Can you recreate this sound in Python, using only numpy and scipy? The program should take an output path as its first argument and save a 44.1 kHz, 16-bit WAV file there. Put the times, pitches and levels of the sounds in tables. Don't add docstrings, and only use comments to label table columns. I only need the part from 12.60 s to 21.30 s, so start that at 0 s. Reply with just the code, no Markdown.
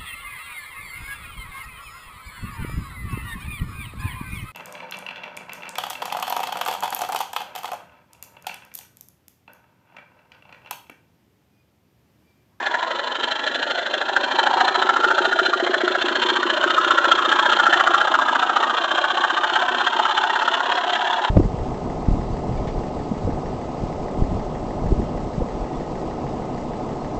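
import sys
import numpy as np
from scipy import signal
from scipy.io import wavfile
from scipy.ndimage import uniform_filter1d, minimum_filter1d

SR = 44100
rng = np.random.default_rng(int(sys.argv[2]) if len(sys.argv) > 2 else 0)


def amplitude_ratio(level_db):
    exponent = np.asarray(level_db, float) / 20
    return 10 ** exponent


def store_pcm(level_fs):
    pcm = np.round(np.clip(level_fs, -1, 1) * 32767).astype(np.int16)
    wavfile.write(sys.argv[1], SR, np.atleast_2d(pcm).T)


N = 383669

# width_hz, soft_rattle_lift_db, roll_lift_db
BODY_SHAPE = [
    (238, 0.3, 5),
    (344, 2.5, 8.5),
    (230, -3, 7),
    (360, -8, 4.5),
]
# start_s, then pitch_hz of each
BODY_PITCH = [(0, 666, 913, 1380, 1800), (1.55, 592, 850, 1430, 1564), (2, 657, 900, 1280, 1740),
              (2.8, 650, 874, 1470, 1560), (3.1, 647, 990, 1410, 1750), (3.83, 590, 1040, 1333, 1514),
              (4.65, 622, 975, 1365, 1540), (5.01, 660, 860, 1385, 1657), (6.01, 730, 894, 1244, 1523),
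              (6.55, 756, 1080, 1135, 1530), (7, 660, 900, 1292, 1570), (7.75, 654, 930, 1200, 1460),
              (8.7, 720, 890, 1316, 1690)]
# start_s, then level_db of each
BODY_LEVEL = [(0, -10.5, -3.5, -10.5, 1.5), (.39, -9.5, -5.5, -8, -6.5), (1.06, -4.5, -15.5, -10.5, -2),
              (1.6, -7, -7.5, -7.5, -6.5), (1.95, -15.5, -1.5, -5.5, -4.5), (2.64, -6.5, -8, -1.5, -4.5),
              (2.9, -5, -16, -3.5, -6), (3.83, -11, -8.5, -11.5, -2.5), (4.3, -10, -8.5, -2.5, -2),
              (5.01, -15.5, -6, -1.5, -4), (6.01, -9.5, -3.5, -1.5, -3.5), (6.45, -5, -14.5, -4.5, -3),
              (7, -19, -6, -6.5, -4.5), (7.75, -17, -5.5, -13.5, -1), (8.7, -8.5, -4.5, -7.5, -6.5)]
# pitch_hz, width_hz, level_db
FIXED_SHELL_RINGS = [(2400, 500, -14), (2800, 380, -9), (3560, 320, -7)]
# pitch_hz, width_hz, straight_level_db, bend_lift_db, flutter_db
LOOSE_SHELL_RINGS = [(3148, 410, -1, -1.4, 0.2), (4050, 335, -11.5, 6, 0), (1852, 210, -10, -1, 2)]
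# pitch_hz, width_hz, level_db
SPAN_RINGS = [(722.7, 47, -11), (884.5, 57, -10.5)]
# pitch_ratio, t60_s, level_db
CHASSIS_PARTIALS = [
    (1, 0.094, 3.5),
    (.72, 0.022, -9.5),
    (.58, 0.037, -18.5),
]
# start_s, pitch_hz
THUMP_PITCH = [(0, 347), (1.5, 373.4), (3, 366.8), (4.5, 351.6), (5.6, 350), (6.2, 344), (7.5, 375),
               (8.7, 370)]
# start_s, peak_db, pitch_hz
TOOTH_SLAPS = [(1.563, 4, 1582), (1.785, -1, 870), (1.937, -1, 907), (2.366, -2, 1254), (2.58, -0.5, 1556),
               (2.723, -4.5, 1587), (2.788, 0, 1385), (2.93, 1.5, 1384), (3.276, -6, 1360),
               (3.35, -5.5, 1570), (4.178, 1, 1293), (4.241, -8, 1420), (4.305, -1, 1344),
               (4.377, -7, 1482), (4.513, 2.5, 1400), (4.587, 0, 1290), (4.788, 2.5, 1300),
               (4.929, -4, 1370), (4.996, 1.5, 1426), (5.065, 2, 1358), (5.205, -1, 1307), (5.271, 4, 1420),
               (5.341, 4.5, 1370), (5.409, -8, 1351), (5.539, 1.5, 1375), (5.587, 2.5, 1170),
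               (5.726, -2.3, 880), (7.145, -5.5, 818), (7.391, -1, 846), (8.003, -4.5, 875)]
# start_s, gear_load_db, loose_clatter_db, chassis_slack_db
DRIVE = [(-0.012, -31, -21.5, -39.5), (0.641, -29, -23.5, -40), (1.268, -28.5, -20, -35),
         (1.87, -25, -17, -27.5), (2.443, -27.5, -16.5, -23.5), (3.006, -28, -18.5, -20.5),
         (3.561, -25, -17.5, -21.5), (4.109, -24, -17.5, -24), (4.657, -23.5, -15.5, -26.5),
         (5.206, -23.5, -14, -28), (5.76, -28, -18.5, -33.5), (6.317, -28, -19, -32.5),
         (6.842, -26.5, -17, -31), (7.336, -27, -18, -33), (7.825, -27.5, -18, -32.5),
         (8.303, -26.5, -20.5, -33), (8.768, -31, -20, -36)]
# hard_lift_db, bright_lift_db, soft_lift_db, thump_lift_db
AXLE_ROUND = [
    (0.51, -.8, -0.68, -3.5),
    (-0.75, -.6, 0.96, 2),
    (0.93, 1.8, 1, 0),
]
# hard_spread_db, bright_spread_db, soft_spread_db, thump_spread_db
UNEVEN_DB = (0.66, 2.2, 1.2, 1.1)
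# middle_s, length_s, level_db
SCRAPES = [
    (7.832, .014, -38),
    (7.858, .012, -41),
    (8.141, .012, -40),
    (8.158, .012, -40),
    (8.183, .012, -42),
    (8.38, .014, -40),
]

TURNS_PER_ROW, UNEVEN_S = 8, 0.0012
SLIP_TURN = 101
SOFT_OVER_LOAD_DB, ROLL_DB, ROLL_FOLLOWS_LOAD = 4, -19.5, 0.6
SHELL_DRIFT = 0.012
BEND_EASES_S, BEND_ENDS_S = 3, 4.05
SPAN_FROM_S, SPAN_FULL_S = 5.54, 6.4
SCRAPE_HZ, SCRAPE_WIDTH_HZ = 5200, 1300


def evened(x):
    return x / np.sqrt(np.mean(x ** 2) + 1e-20)


def curves(rows):
    s, *columns = np.transpose(rows)
    return [np.interp(np.arange(N) / SR, s, column) for column in columns]


def ramp(from_s, to_s, start, end):
    return np.interp(np.arange(N) / SR, [from_s, to_s], [start, end])


def add(mix, s, sound):
    at = round(s * SR)
    sound = sound[max(-at, 0):]
    part = mix[max(at, 0):][:len(sound)]
    part += sound[:len(part)]


def wander(rate_hz):
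    points_per_s = 40
    points = rng.standard_normal(int(N / SR * points_per_s) + 2)
    smooth = signal.lfilter([1], [1, -np.exp(-2 * np.pi * rate_hz / points_per_s)], points)
    return np.interp(np.arange(N) / SR * points_per_s, np.arange(len(points)), evened(smooth))


def chatter(size, per_s, spread_db):
    hit = rng.random(size) < per_s / SR
    side = rng.choice([-1., 1.], size)
    return hit * side * amplitude_ratio(spread_db * np.minimum(rng.exponential(1, size), 3.4))


def scattered(drive, spread_db):
    side = rng.choice([-1., 1.], N)
    return drive * side * amplitude_ratio(spread_db * (rng.standard_normal(N) - spread_db / 8.1))


def resonate(x, hz, width):
    turn = np.exp(2j * np.pi * np.cumsum(hz * np.ones(N)) / SR)
    r = np.exp(-np.pi * width / SR)
    low = signal.lfilter([(1 - r) ** 2], [1, -2 * r, r * r], x / turn + 1e-18)
    return (turn * low).real * np.sqrt(2 * (1 + r) ** 3 / ((1 - r) * (1 + r * r)))


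def walls(x, t60, slide_s):
    slot = np.arange(100) * 22
    decay = amplitude_ratio(-60 * slot / SR / t60)
    hop, out = round(slide_s * SR), np.zeros(N)
    padded = np.pad(x, (hop, 2 * hop))
    fade = np.sin(np.pi * np.arange(2 * hop) / (2 * hop))
    for at in range(0, N + hop, hop):
        taps = np.zeros(2300)
        taps[40 + slot + rng.integers(0, 22, 100)] = rng.choice([-1., 1.], 100) * decay
        stretch = padded[at:at + 2 * hop] * fade
        add(out, (at - hop) / SR, signal.oaconvolve(stretch, taps / np.linalg.norm(taps)))
    return out


def scrapes():
    swell = np.zeros(N)
    for s, length, db in SCRAPES:
        add(swell, s - length / 2, amplitude_ratio(db) * np.hanning(round(length * SR)))
    return swell * evened(resonate(chatter(N, 3000, 3.0), SCRAPE_HZ, SCRAPE_WIDTH_HZ))


def wheel_roll():
    load_db = curves(DRIVE)[0]
    rolling_db = ROLL_DB + ROLL_FOLLOWS_LOAD * (load_db - load_db.mean())
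    return amplitude_ratio(rolling_db - 12.5) * evened(chatter(N, 4000, 3.8))


def turns(luck):
    k = np.arange(len(luck))
    rows = np.arange(len(DRIVE))
    s, load_db, clatter_db, slack_db = [np.interp(k / TURNS_PER_ROW, rows, c) for c in np.transpose(DRIVE)]
    db = np.array([clatter_db, load_db, load_db + SOFT_OVER_LOAD_DB, slack_db]).T
    axle_place = (k - (k >= SLIP_TURN)) % len(AXLE_ROUND)
    db = db + np.array(AXLE_ROUND)[axle_place] + np.multiply(UNEVEN_DB, luck[:, 1:])
    return np.column_stack([s + UNEVEN_S * luck[:, 0], np.gradient(s), db])


def thumps(shaft):
    out, t = np.zeros(N), np.arange(4000) / SR
    pitch_hz = curves(THUMP_PITCH)[0]
    for s, period, *_, thump_db in shaft:
        tune, late, bounce = rng.random(3)
        hz = pitch_hz[round(abs(s) * SR)] * (1 + 0.056 * (tune - 0.5))
        ring = sum(amplitude_ratio(db - 60 * t / t60) * np.sin(2 * np.pi * ratio * hz * t)
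                   for ratio, t60, db in CHASSIS_PARTIALS)
        knock = amplitude_ratio(thump_db + 2.5) * ring * (1 - np.exp(-t / 0.0007))
        add(out, s + 0.28 * period, knock)
        add(out, s + 0.43 * period + 0.0094 + 0.0068 * late, 0.14 * bounce * knock)
        add(out, s + 0.8 * period, 0.36 * knock)
    return out


def slaps():
    out, t = np.zeros(N), np.arange(1500) / SR
    for s, peak_db, hz in TOOTH_SLAPS:
        late, share, side = rng.random(3)
        side_hz = hz * (0.82 + 0.17 * side)
        ring = np.sin(2 * np.pi * hz * t) + 0.66 * np.sin(2 * np.pi * side_hz * t)
        ring = ring * amplitude_ratio(-60 * t / 0.05) * (1 - np.exp(-t / 0.0008))
        edge = amplitude_ratio(-20.0 - 60 * t / 0.00091) * rng.standard_normal(len(t))
        add(out, s + 0.001, amplitude_ratio(peak_db - 5) * (ring + edge))
        add(out, s + 0.00524 + 0.00475 * late, amplitude_ratio(peak_db - 18.5) * share * ring)
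    return out


def backlash():
    lift = np.zeros(N)
    for s, *_ in TOOTH_SLAPS:
        add(lift, s - 0.012, np.hanning(800))
    return 1 - 0.5 * np.clip(lift, 0, 1)


def rattle(rise_s, fall_s, per_s, spread_db):
    t = np.arange(-1200, 1600) / SR
    swell = np.exp(-np.where(t < 0, t / rise_s, t / fall_s) ** 2)
    burst = swell * chatter(len(t), per_s, spread_db)
    return -t[0], burst * np.sqrt(1300 / np.sum(burst ** 2))


def gears(shaft):
    hard, bright, soft = np.zeros((3, N))
    for s, period, hard_db, bright_db, soft_db, _ in shaft:
        lead, burst = rattle(0.0084, 0.011, 3000, 3.74)
        add(hard, s - 0.004 - lead, amplitude_ratio(hard_db) * burst)
        add(bright, s - 0.004 - lead, amplitude_ratio(bright_db) * burst)
        lead, burst = rattle(0.01, 0.0078, 3500, 3.34)
        add(soft, s + 0.54 * period - lead, amplitude_ratio(soft_db) * burst)
    return np.array([hard, bright, soft]) * backlash()


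def body(hard, soft, roll):
    out = np.zeros(N)
    for hz, share_db, (width, soft_db, roll_db) in zip(curves(BODY_PITCH), curves(BODY_LEVEL), BODY_SHAPE):
        drive = hard + amplitude_ratio(soft_db) * soft + amplitude_ratio(roll_db) * roll
        loose_hz = hz * (1 + 0.015 * wander(10))
        out += amplitude_ratio(share_db) * resonate(scattered(drive, 2.57), loose_hz, width)
    return out


def shell(bright, soft, roll):
    out = np.zeros(N)
    bend = ramp(BEND_EASES_S, BEND_ENDS_S, 1, 0)
    tick = bright + amplitude_ratio(-7.0) * soft + amplitude_ratio(-8.0) * roll
    rings = list(FIXED_SHELL_RINGS)
    for hz, width, db, bend_db, flutter_db in LOOSE_SHELL_RINGS:
        loose_hz = hz * (1 + SHELL_DRIFT * wander(1.3))
        rings.append((loose_hz, width, db + bend_db * bend + flutter_db * wander(0.7)))
    for hz, width, db in rings:
        out += amplitude_ratio(db) * resonate(scattered(tick, 2.5), hz, width)
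    return out


def hollow_span(hard, soft, roll):
    out = np.zeros(N)
    drive = hard + soft + amplitude_ratio(4.5) * roll
    for hz, width, db in SPAN_RINGS:
        out += amplitude_ratio(db + 1.5 * wander(2.9)) * resonate(scattered(drive, 2.5), hz, width)
    return ramp(SPAN_FROM_S, SPAN_FULL_S, 0, 1) * out


def car(shaft):
    hard, bright, soft = gears(shaft)
    roll = wheel_roll()
    rumble = amplitude_ratio(-11.5) * resonate(roll, 269, 160)
    rings = body(hard, soft, roll) + shell(bright, soft, roll) + hollow_span(hard, soft, roll)
    return rings + rumble + slaps() + scrapes()


def scene():
    shaft = turns(rng.standard_normal((127, 5)))
    direct = car(shaft)
    echo = walls(direct, t60=0.045, slide_s=0.15)
    return (amplitude_ratio(-3.0) * direct + amplitude_ratio(-8.0) * echo + thumps(shaft))[None]


def band_limit(x):
    return signal.sosfilt(signal.butter(12, 8220, fs=SR, output="sos"), x)


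def record(dry):
    bass_cut = signal.cheby2(8, 40, 178, "high", fs=SR, output="sos")
    heard = signal.sosfilt(bass_cut, dry)
    slope = signal.lfilter([1, -0.9], [1], heard)
    step = np.sqrt(abs(uniform_filter1d(slope ** 2, 120, axis=1)))
    heard = heard + (amplitude_ratio(-6.0) * step + amplitude_ratio(-69.5)) * rng.standard_normal(dry.shape)
    room_left = minimum_filter1d(0.93 / np.maximum(abs(heard), 0.93), 90, axis=1)
    heard = heard * uniform_filter1d(room_left, 45, axis=1)
    edge = signal.firwin(231, 7780, window=("kaiser", 9), fs=SR)
    return band_limit(signal.oaconvolve(heard, edge[None], "same"))


dry = scene()
out = record(dry)
store_pcm(out)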